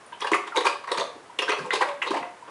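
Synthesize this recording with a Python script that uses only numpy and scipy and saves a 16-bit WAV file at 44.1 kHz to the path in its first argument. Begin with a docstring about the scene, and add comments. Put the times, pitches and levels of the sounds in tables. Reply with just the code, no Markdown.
"""A dog gulps wet food from a bowl on the floor of a wooden room, about three bites a second.
Each bite is a lip smack and a few squelches of jaw and tongue, made of tiny bursting bubbles.
The bowl rings along, is nudged by the muzzle and bumps on its mat.
The room answers with short echoes, over a quiet, steady background noise."""
import sys
import numpy as np
from scipy import signal
from scipy.fft import rfft, irfft
from scipy.io import wavfile

SR = 44100
rng = np.random.default_rng(int(sys.argv[2]) if len(sys.argv) > 2 else 0)


def unload_audio(sound):
    """Save the sound as a 16-bit wav file, at the path given as the first command line argument."""
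    columns = np.transpose(np.atleast_2d(sound))
    # keep every value between -1 and 1, then stretch to whole-number steps
    steps = np.round(np.clip(columns, -1, 1) * 32767)
    wavfile.write(sys.argv[1], SR, steps.astype(np.int16))


N = 110250

# Jaw and tongue crushing food. In every table, levels are relative to each other.
# peak_s, rise_s, fade_s, jaw_hz, jaw_db, hollow_hz, hollow_db, squelch_db, spray_db
FOOD_SQUEEZES = [ (0.208, 0.0064, 0.007, 440, -63, 1110, -45.5, -40, -46.5),
                 (.224, 0.0046, 0.0072, 427, -38, 1010, -31.5, -34.5, -49),
                 (.245, .0018, .0099, 455, -35, 990, -30, -49, -48),
                 (.272, 0.0048, .0092, 470, -46, 1110, -37, -34, -44.5),
                 (.316, 0.00057, 0.0092, 343, -19, 1086, -25.5, -29, -37),
                 (.346, .006, .0073, 387, -36, 1180, -21, -31.5, -37),
                 (.477, 0.0053, 0.005, 435, -49, 1100, -38.5, -37.5, -48.5),
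                 (.566, 0.0059, 0.0042, 437, -29.5, 950, -27, -29, -37.5),
                 (.575, 0.0025, 0.0084, 410, -24, 928, -24.5, -28.5, -38),
                 (.610, 0.0058, 0.0079, 420, -40, 1100, -39, -31.5, -46),
                 (.655, 0.0052, 0.0085, 387, -32, 1035, -23, -29, -36.5),
                 (.668, .0055, 0.0092, 510, -34, 1190, -22, -21, -34.5),
                 (0.842, 0.0018, 0.0038, 454, -76, 1155, -36, -40.5, -58.5),
                 (.874, 0.00075, 0.019, 470, -49, 1080, -37, -39, -54.5),
                 (.906, .010, 0.0055, 440, -64, 1000, -38.5, -43, -61),
                 (.916, 0.00087, 0.007, 420, -31, 1040, -27.5, -30, -34.5),
                 (.947, 0.0049, 0.007, 500, -55, 970, -33.5, -36, -61),
                 (.980, .007, .010, 445, -32, 1100, -32, -28.5, -38.5),
                 (.999, 0.0037, 0.0067, 514, -33, 890, -33.5, -31, -39.5),
                 (1.017, .003, .007, 498, -32.5, 997, -29.5, -57, -61),
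                 (1.163, 0.0047, 0.009, 315, -41.5, 920, -65, -65, -71.5),
                 (1.388, 0.00085, 0.0094, 390, -31, 970, -38, -29, -36.5),
                 (1.421, 0.0024, 0.012, 477, -34, 1094, -31, -34.5, -44),
                 (1.496, 0.0079, 0.0065, 449, -27, 1100, -28.5, -25, -38.5),
                 (1.520, 0.0028, 0.012, 597, -34.5, 1130, -26, -30.5, -47),
                 (1.588, 0.0084, 0.029, 413, -41.5, 1050, -43, -39.5, -52),
                 (1.66, 0.014, .020, 443, -41.5, 1000, -40, -49.5, -55),
                 (1.737, .0045, 0.0075, 432, -27.5, 1064, -27, -26, -33.5),
                 (1.757, 0.0047, 0.008, 395, -39, 1140, -42, -27.5, -38.5),
                 (1.816, 0.0057, .009, 463, -30.5, 908, -22.5, -27, -40),
                 (1.854, 0.0029, .0079, 555, -39.5, 960, -34.5, -46, -55),
                 (1.888, 0.0098, .014, 570, -41.5, 1110, -39, -38.5, -52.5),
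                 (2.025, .003, 0.017, 410, -47.5, 1010, -35, -45, -48),
                 (2.076, .014, 0.009, 440, -37, 1040, -33.5, -38.5, -49),
                 (2.106, 0.0013, .012, 320, -23, 995, -29, -32, -44),
                 (2.144, .005, .0076, 327, -30, 810, -27, -33, -47),
                 (2.170, .006, 0.011, 465, -40.5, 900, -31.5, -34, -49.5),
                 (2.229, .0021, .011, 545, -42, 980, -38, -61, -70),
                 (2.483, 0.0051, .013, 430, -48, 1010, -47, -53, -70)]
# Lips and tongue unsticking: start_s, level_db, pitch_hz, attack_s, ring_s, glide_octaves_per_s
LIP_SMACKS = [ (.063, -47, 9300, .0007, 0.0034, -1.5), (0.123, -38, 1640, 0.00066, 0.0033, -4),
              (.125, -45, 2960, 0.001, 0.023, 2), (0.206, -35, 5900, 0.0008, 0.0023, -5),
              (0.214, -24.5, 3254, 0.0046, 0.0086, 4.5), (0.246, -28, 1530, 0.0011, 0.0063, 29.5),
              (.268, -28, 2730, 0.0023, 0.0085, 4), (.333, -10, 2025, 0.0018, 0.0037, 26),
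              (.521, -37, 1464, 0.00074, 0.021, -14), (.560, -17.5, 2130, 0.0048, 0.0055, 7.5),
              (.545, -16.5, 867, 0.032, 0.011, 7), (0.566, -23, 6700, .0003, 0.0011, -17),
              (.572, -17, 3840, 0.00053, 0.0022, 8), (0.886, -36.5, 2048, 0.0018, 0.011, -21.5),
              (.915, -21.5, 462, 0.0014, 0.0045, 5), (0.917, -22, 3800, 0.00072, 0.0037, 5.5),
              (0.999, -31, 6400, 0.0012, 0.002, -1), (1.009, -19.5, 3494, 0.0011, 0.0023, 27.5),
              (1.388, -22, 3296, 0.00068, 0.0036, -16), (1.389, -15, 2893, 0.003, 0.0065, -5),
              (1.422, -30.5, 5480, 0.0018, 0.0064, -4), (1.42, -27, 2674, 0.0018, 0.011, 3.5),
              (1.479, -17.5, 1478, 0.0029, 0.0037, 13), (1.497, -20.5, 2372, 0.011, 0.017, 5),
              (1.504, -30, 6020, 0.0012, 0.0029, -3), (1.706, -18, 1996, 0.00047, 0.0038, -19),
              (1.709, -35.5, 3470, .0005, 0.045, 5.5), (1.716, -28.5, 1662, 0.0098, 0.02, -47.5),
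              (1.808, -10, 1074, 0.0093, 0.0058, -15), (1.819, -19, 2089, 0.003, 0.012, -33.5),
              (1.872, -32.5, 591, 0.0097, 0.016, -1.5), (2.017, -21.5, 2125, 0.0018, 0.0091, -5.5),
              (2.02, -23.5, 2790, 0.0012, 0.009, -7.5), (2.07, -30.5, 3706, 0.0051, 0.013, 5.5),
              (2.135, -23.5, 549, 0.0051, 0.0095, 43.5), (2.226, -34, 1998, 0.0012, 0.0096, 2)]
# Light knocks on the bowl: start_s, level_db
MUZZLE_KNOCKS = [(0.125, -33.5), (1.296, -39), (2.423, -38)]
# The bowl shifting on its mat: peak_s, length_s, level_db
MAT_BUMPS = [(.313, 0.012, -44), (.975, 0.023, -43.5), (1.615, 0.086, -43), (2.105, 0.022, -48),
             (2.21, 0.026, -49)]
# The bowl's tones with the muzzle in it: pitch_hz, ring_s (time to fade by 60 dB), level_db
BOWL_TONES = [(423, 0.098, -3), (568, 0.056, 1.5), (713, 0.21, 8), (822.2, 0.29, 0.5), (956, 0.029, -0.5),
              (1102.5, 0.024, 3), (1182, 0.25, -1.5), (1580, 0.078, 4), (2050, 0.052, -3)]
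# Echoes from floor and cabinet: delay_s, gain
NEAR_ECHOES = [(.0021, 0.18), (.0089, -0.18), (0.0153, -0.14)]
# How long the room rings: pitch_hz, ring_s (time to fade by 60 dB)
ROOM_RING_TIMES = [(150, 0.45), (500, 0.38), (2000, 0.42), (10000, 0.33)]
# Tone colour of the room's ringing: pitch_hz, level_db
ROOM_COLOUR = [(150, -12), (500, 2.5), (1400, -5), (3700, -1.5), (10000, -3)]
# Tone colour of the background noise: pitch_hz, level_db
NOISE_COLOUR = [(50, -21.5), (120, -5.5), (220, -4.5), (400, 0), (1000, 2.5), (2000, -5), (4000, -14.5),
                (11000, -20.5)]

BUBBLE_ONSET_CYCLES, BUBBLE_RISE_PER_CYCLE, BUBBLE_SCATTER_DB = 0.8, 0.013, 4.2
SWELL_SPAN = 4  # a bubble cloud starts this many rise times before its peak
FLUTTER_SHARE, FLUTTER_HZ = 0.67, 500
TICK_GAIN, TICK_S = 0.31, 0.0007
KNOCK_HZ, KNOCK_RISE_S = 968, 0.0046


def chomps():
    """Each squeeze of food thumps the jaw, pops in the hollow of the mouth, squelches and sprays."""
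    out = np.zeros(N)
    for peak_s, rise_s, fade_s, jaw_hz, jaw_db, hollow_hz, hollow_db, squelch_db, spray_db in FOOD_SQUEEZES:
        jaw = bubbles(rise_s, fade_s, jaw_hz, spread_octaves=0.19, ring_cycles=0.99, count=14)
        hollow = bubbles(rise_s, fade_s, hollow_hz, spread_octaves=0.24, ring_cycles=1.55, count=28)
        squelch = bubbles(rise_s, fade_s, pitch_hz=2620, spread_octaves=0.853, ring_cycles=4, count=70)
        spray = bubbles(rise_s, fade_s, pitch_hz=6970, spread_octaves=0.537, ring_cycles=6.5, count=100)
        sound = amp(jaw_db) * jaw + amp(hollow_db) * hollow
        sound += amp(squelch_db) * squelch + amp(spray_db) * spray
        add(out, peak_s - SWELL_SPAN * rise_s, sound)
    return out


def bubbles(rise_s, fade_s, pitch_hz, spread_octaves, ring_cycles, count):
    """Tiny bubbles burst around one loud moment. Each pop is a short tone that rises in pitch."""
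    time_jitter, pitch_jitter, coin = rng.random((3, count))
    gains = amp(BUBBLE_SCATTER_DB * rng.standard_normal(count))
    even_s = (rise_s + fade_s) * (np.arange(count) + time_jitter) / count - rise_s
    away = np.maximum(-even_s / rise_s, even_s / fade_s)  # 0 at the peak, 1 where the pops thin out
    offsets_s = even_s * SWELL_SPAN * (1 + away) / 2
    gains *= np.exp(np.minimum(offsets_s / rise_s, -offsets_s / fade_s)) * np.sqrt(0.5 + away)
    gains *= np.sign(coin - 0.5)
    detune = 2 * (rng.permutation(count) + pitch_jitter) / count - 1
    pitches_hz = pitch_hz * 2 ** (spread_octaves * detune)
    cloud = np.zeros(SR // 2)
    for start_s, gain, hz in zip(offsets_s + SWELL_SPAN * rise_s, gains, pitches_hz):
        cycles = hz * np.arange(0, 6 * ring_cycles / hz, 1 / SR)
        shape = (1 - np.exp(-cycles / BUBBLE_ONSET_CYCLES)) * np.exp(-cycles / ring_cycles)
        tone = np.sin(2 * np.pi * cycles * (1 + BUBBLE_RISE_PER_CYCLE * cycles / 2))
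        add(cloud, start_s, gain * shape * tone)
    return cloud * np.sqrt((rise_s + fade_s) * SR / (np.sum(cloud ** 2) + 1e-20))


def lip_smacks():
    """A wet seal breaks with a tick. The air pocket behind it rings, wavering and gliding as it resizes."""
    out, t = np.zeros(N), seconds(3600)
    smooth = signal.butter(2, FLUTTER_HZ, fs=SR, output="sos")
    for start_s, level_db, pitch_hz, attack_s, ring_s, glide in LIP_SMACKS:
        noise_a, noise_b, tick_noise = rng.standard_normal((3, len(t)))
        phase = 2 * np.pi * np.cumsum(pitch_hz * 2 ** (glide * t)) / SR
        shape = (1 - np.exp(-t / attack_s)) * np.exp(-t / ring_s)
        tone = unit_level(np.sin(phase) * shape)
        wobble = signal.sosfilt(smooth, noise_a + 1j * noise_b)
        flutter = unit_level((wobble * np.exp(1j * phase)).real * shape)
        rough = FLUTTER_SHARE * min(pitch_hz / 2000, 1)  # small, high pockets flutter most
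        ring = (np.sqrt(1 - rough ** 2) * tone + rough * flutter) * np.sqrt(np.mean(shape ** 2))
        tick = TICK_GAIN * tick_noise * shape * np.exp(-t / TICK_S)
        add(out, start_s, amp(level_db) * (ring + tick))
    return out


def ringing_bowl(mouth):
    """The mouth is too small to give out bass. The rest of its sound is heard and sets the bowl ringing."""
    t = seconds(12000)
    ring = np.zeros(len(t))
    for pitch_hz, ring_s, level_db in BOWL_TONES:
        gain = amp(level_db) * 2 * np.log(1000) / (ring_s * SR)
        ring += gain * amp(-60 * t / ring_s) * np.cos(2 * np.pi * pitch_hz * t)
    no_bass = signal.sosfilt(signal.butter(5, 245, "highpass", fs=SR, output="sos"), mouth)
    return no_bass + signal.fftconvolve(no_bass, ring)[:N]


def muzzle_knocks():
    """The soft muzzle nudges the bowl, which gives one brief tone."""
    out, t = np.zeros(N), seconds(4000)
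    shape = t / KNOCK_RISE_S * np.exp(1 - t / KNOCK_RISE_S)
    for start_s, level_db in MUZZLE_KNOCKS:
        add(out, start_s, amp(level_db) * shape * np.sin(2 * np.pi * KNOCK_HZ * t))
    return out


def mat_bumps(band_hz=(131, 261)):
    """The bowl shifts on its mat with dull, low rumbles."""
    out, t = np.zeros(N), seconds(12000)
    band = signal.butter(4, band_hz, "bandpass", fs=SR, output="sos")
    for peak_s, length_s, level_db in MAT_BUMPS:
        shape = t / length_s * np.exp(-2 * t / length_s)
        rumble = unit_level(signal.sosfilt(band, rng.standard_normal(len(t)) * shape))
        add(out, peak_s - length_s / 2, amp(level_db) * rumble * np.sqrt(length_s / t[-1]))
    return out


def wooden_room(sound, head_sway_s=1.099, tails=4):
    """The sound itself, a few near echoes, and echo tails that take turns as the dog's head sways."""
    out = sound.copy()
    for delay_s, gain in NEAR_ECHOES:
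        add(out, delay_s, gain * sound)
    for turn in range(tails):
        away = np.abs((seconds(N) / head_sway_s * tails - turn) % tails - tails / 2)
        share = np.cos(np.pi / 2 * np.minimum(away, 1))
        out += signal.fftconvolve(sound * share, echo_tail())[:N]
    return out


def echo_tail(build_s=0.0075):
    """Many small echoes blur together, and each pitch dies away at its own speed."""
    echoes = rng.choice([-1., 1.], 32768) * (rng.random(32768) < 0.25)
    hz, t, bands = signal.stft(echoes, SR, nperseg=256)
    ring_s = look_up(ROOM_RING_TIMES, hz)[:, None]
    bands = bands * amp(look_up(ROOM_COLOUR, hz)[:, None] - 60 * t / ring_s)
    bands *= np.sqrt(2 * np.log(1000) / (ring_s * SR))  # ringing longer adds no energy
    tail = signal.istft(bands, SR, nperseg=256)[1] / echoes.std()
    return tail * np.minimum(seconds(len(tail)) / build_s, 1)


def room_noise(level_db=-49.5):
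    """A quiet, steady rush in the background."""
    colour = amp(look_up(NOISE_COLOUR, np.fft.rfftfreq(N, 1 / SR)))
    noise = irfft(rfft(rng.standard_normal(N)) * colour, N)
    return amp(level_db) * unit_level(noise)


def amp(db):
    """Turns decibels into a gain to multiply by."""
    return 10 ** (np.asarray(db) / 20)


def unit_level(sound):
    """Scales a sound so its average level (rms) is 1."""
    return sound / np.sqrt(np.mean(sound ** 2) + 1e-20)


def look_up(table, hz):
    """Reads between a table's rows, with pitch spaced in octaves."""
    pitches_hz, values = np.transpose(table)
    return np.interp(np.log(hz + 1), np.log(pitches_hz + 1), values)


def add(mix, start_s, sound):
    """Mixes a sound in at its start time."""
    part = mix[max(round(start_s * SR), 0):][:len(sound)]
    part += sound[:len(part)]


def seconds(samples):
    """The time of each sample."""
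    return np.arange(samples) / SR


def scene():
    """The dog's mouth and its bowl sound in the room, in one channel."""
    mouth = amp(-2.21) * chomps() + amp(2.0) * lip_smacks()
    eating = ringing_bowl(mouth) + muzzle_knocks() + amp(-3.0) * mat_bumps()
    return (wooden_room(eating) + room_noise())[None]


def record(dry):
    """Cuts away the highest treble."""
    cutoff_hz = 11050
    lowpass = signal.firwin(401, cutoff_hz, window=("kaiser", 8), fs=SR)
    return signal.oaconvolve(dry, lowpass[None], "same")


dry = scene()
out = record(dry)
unload_audio(out)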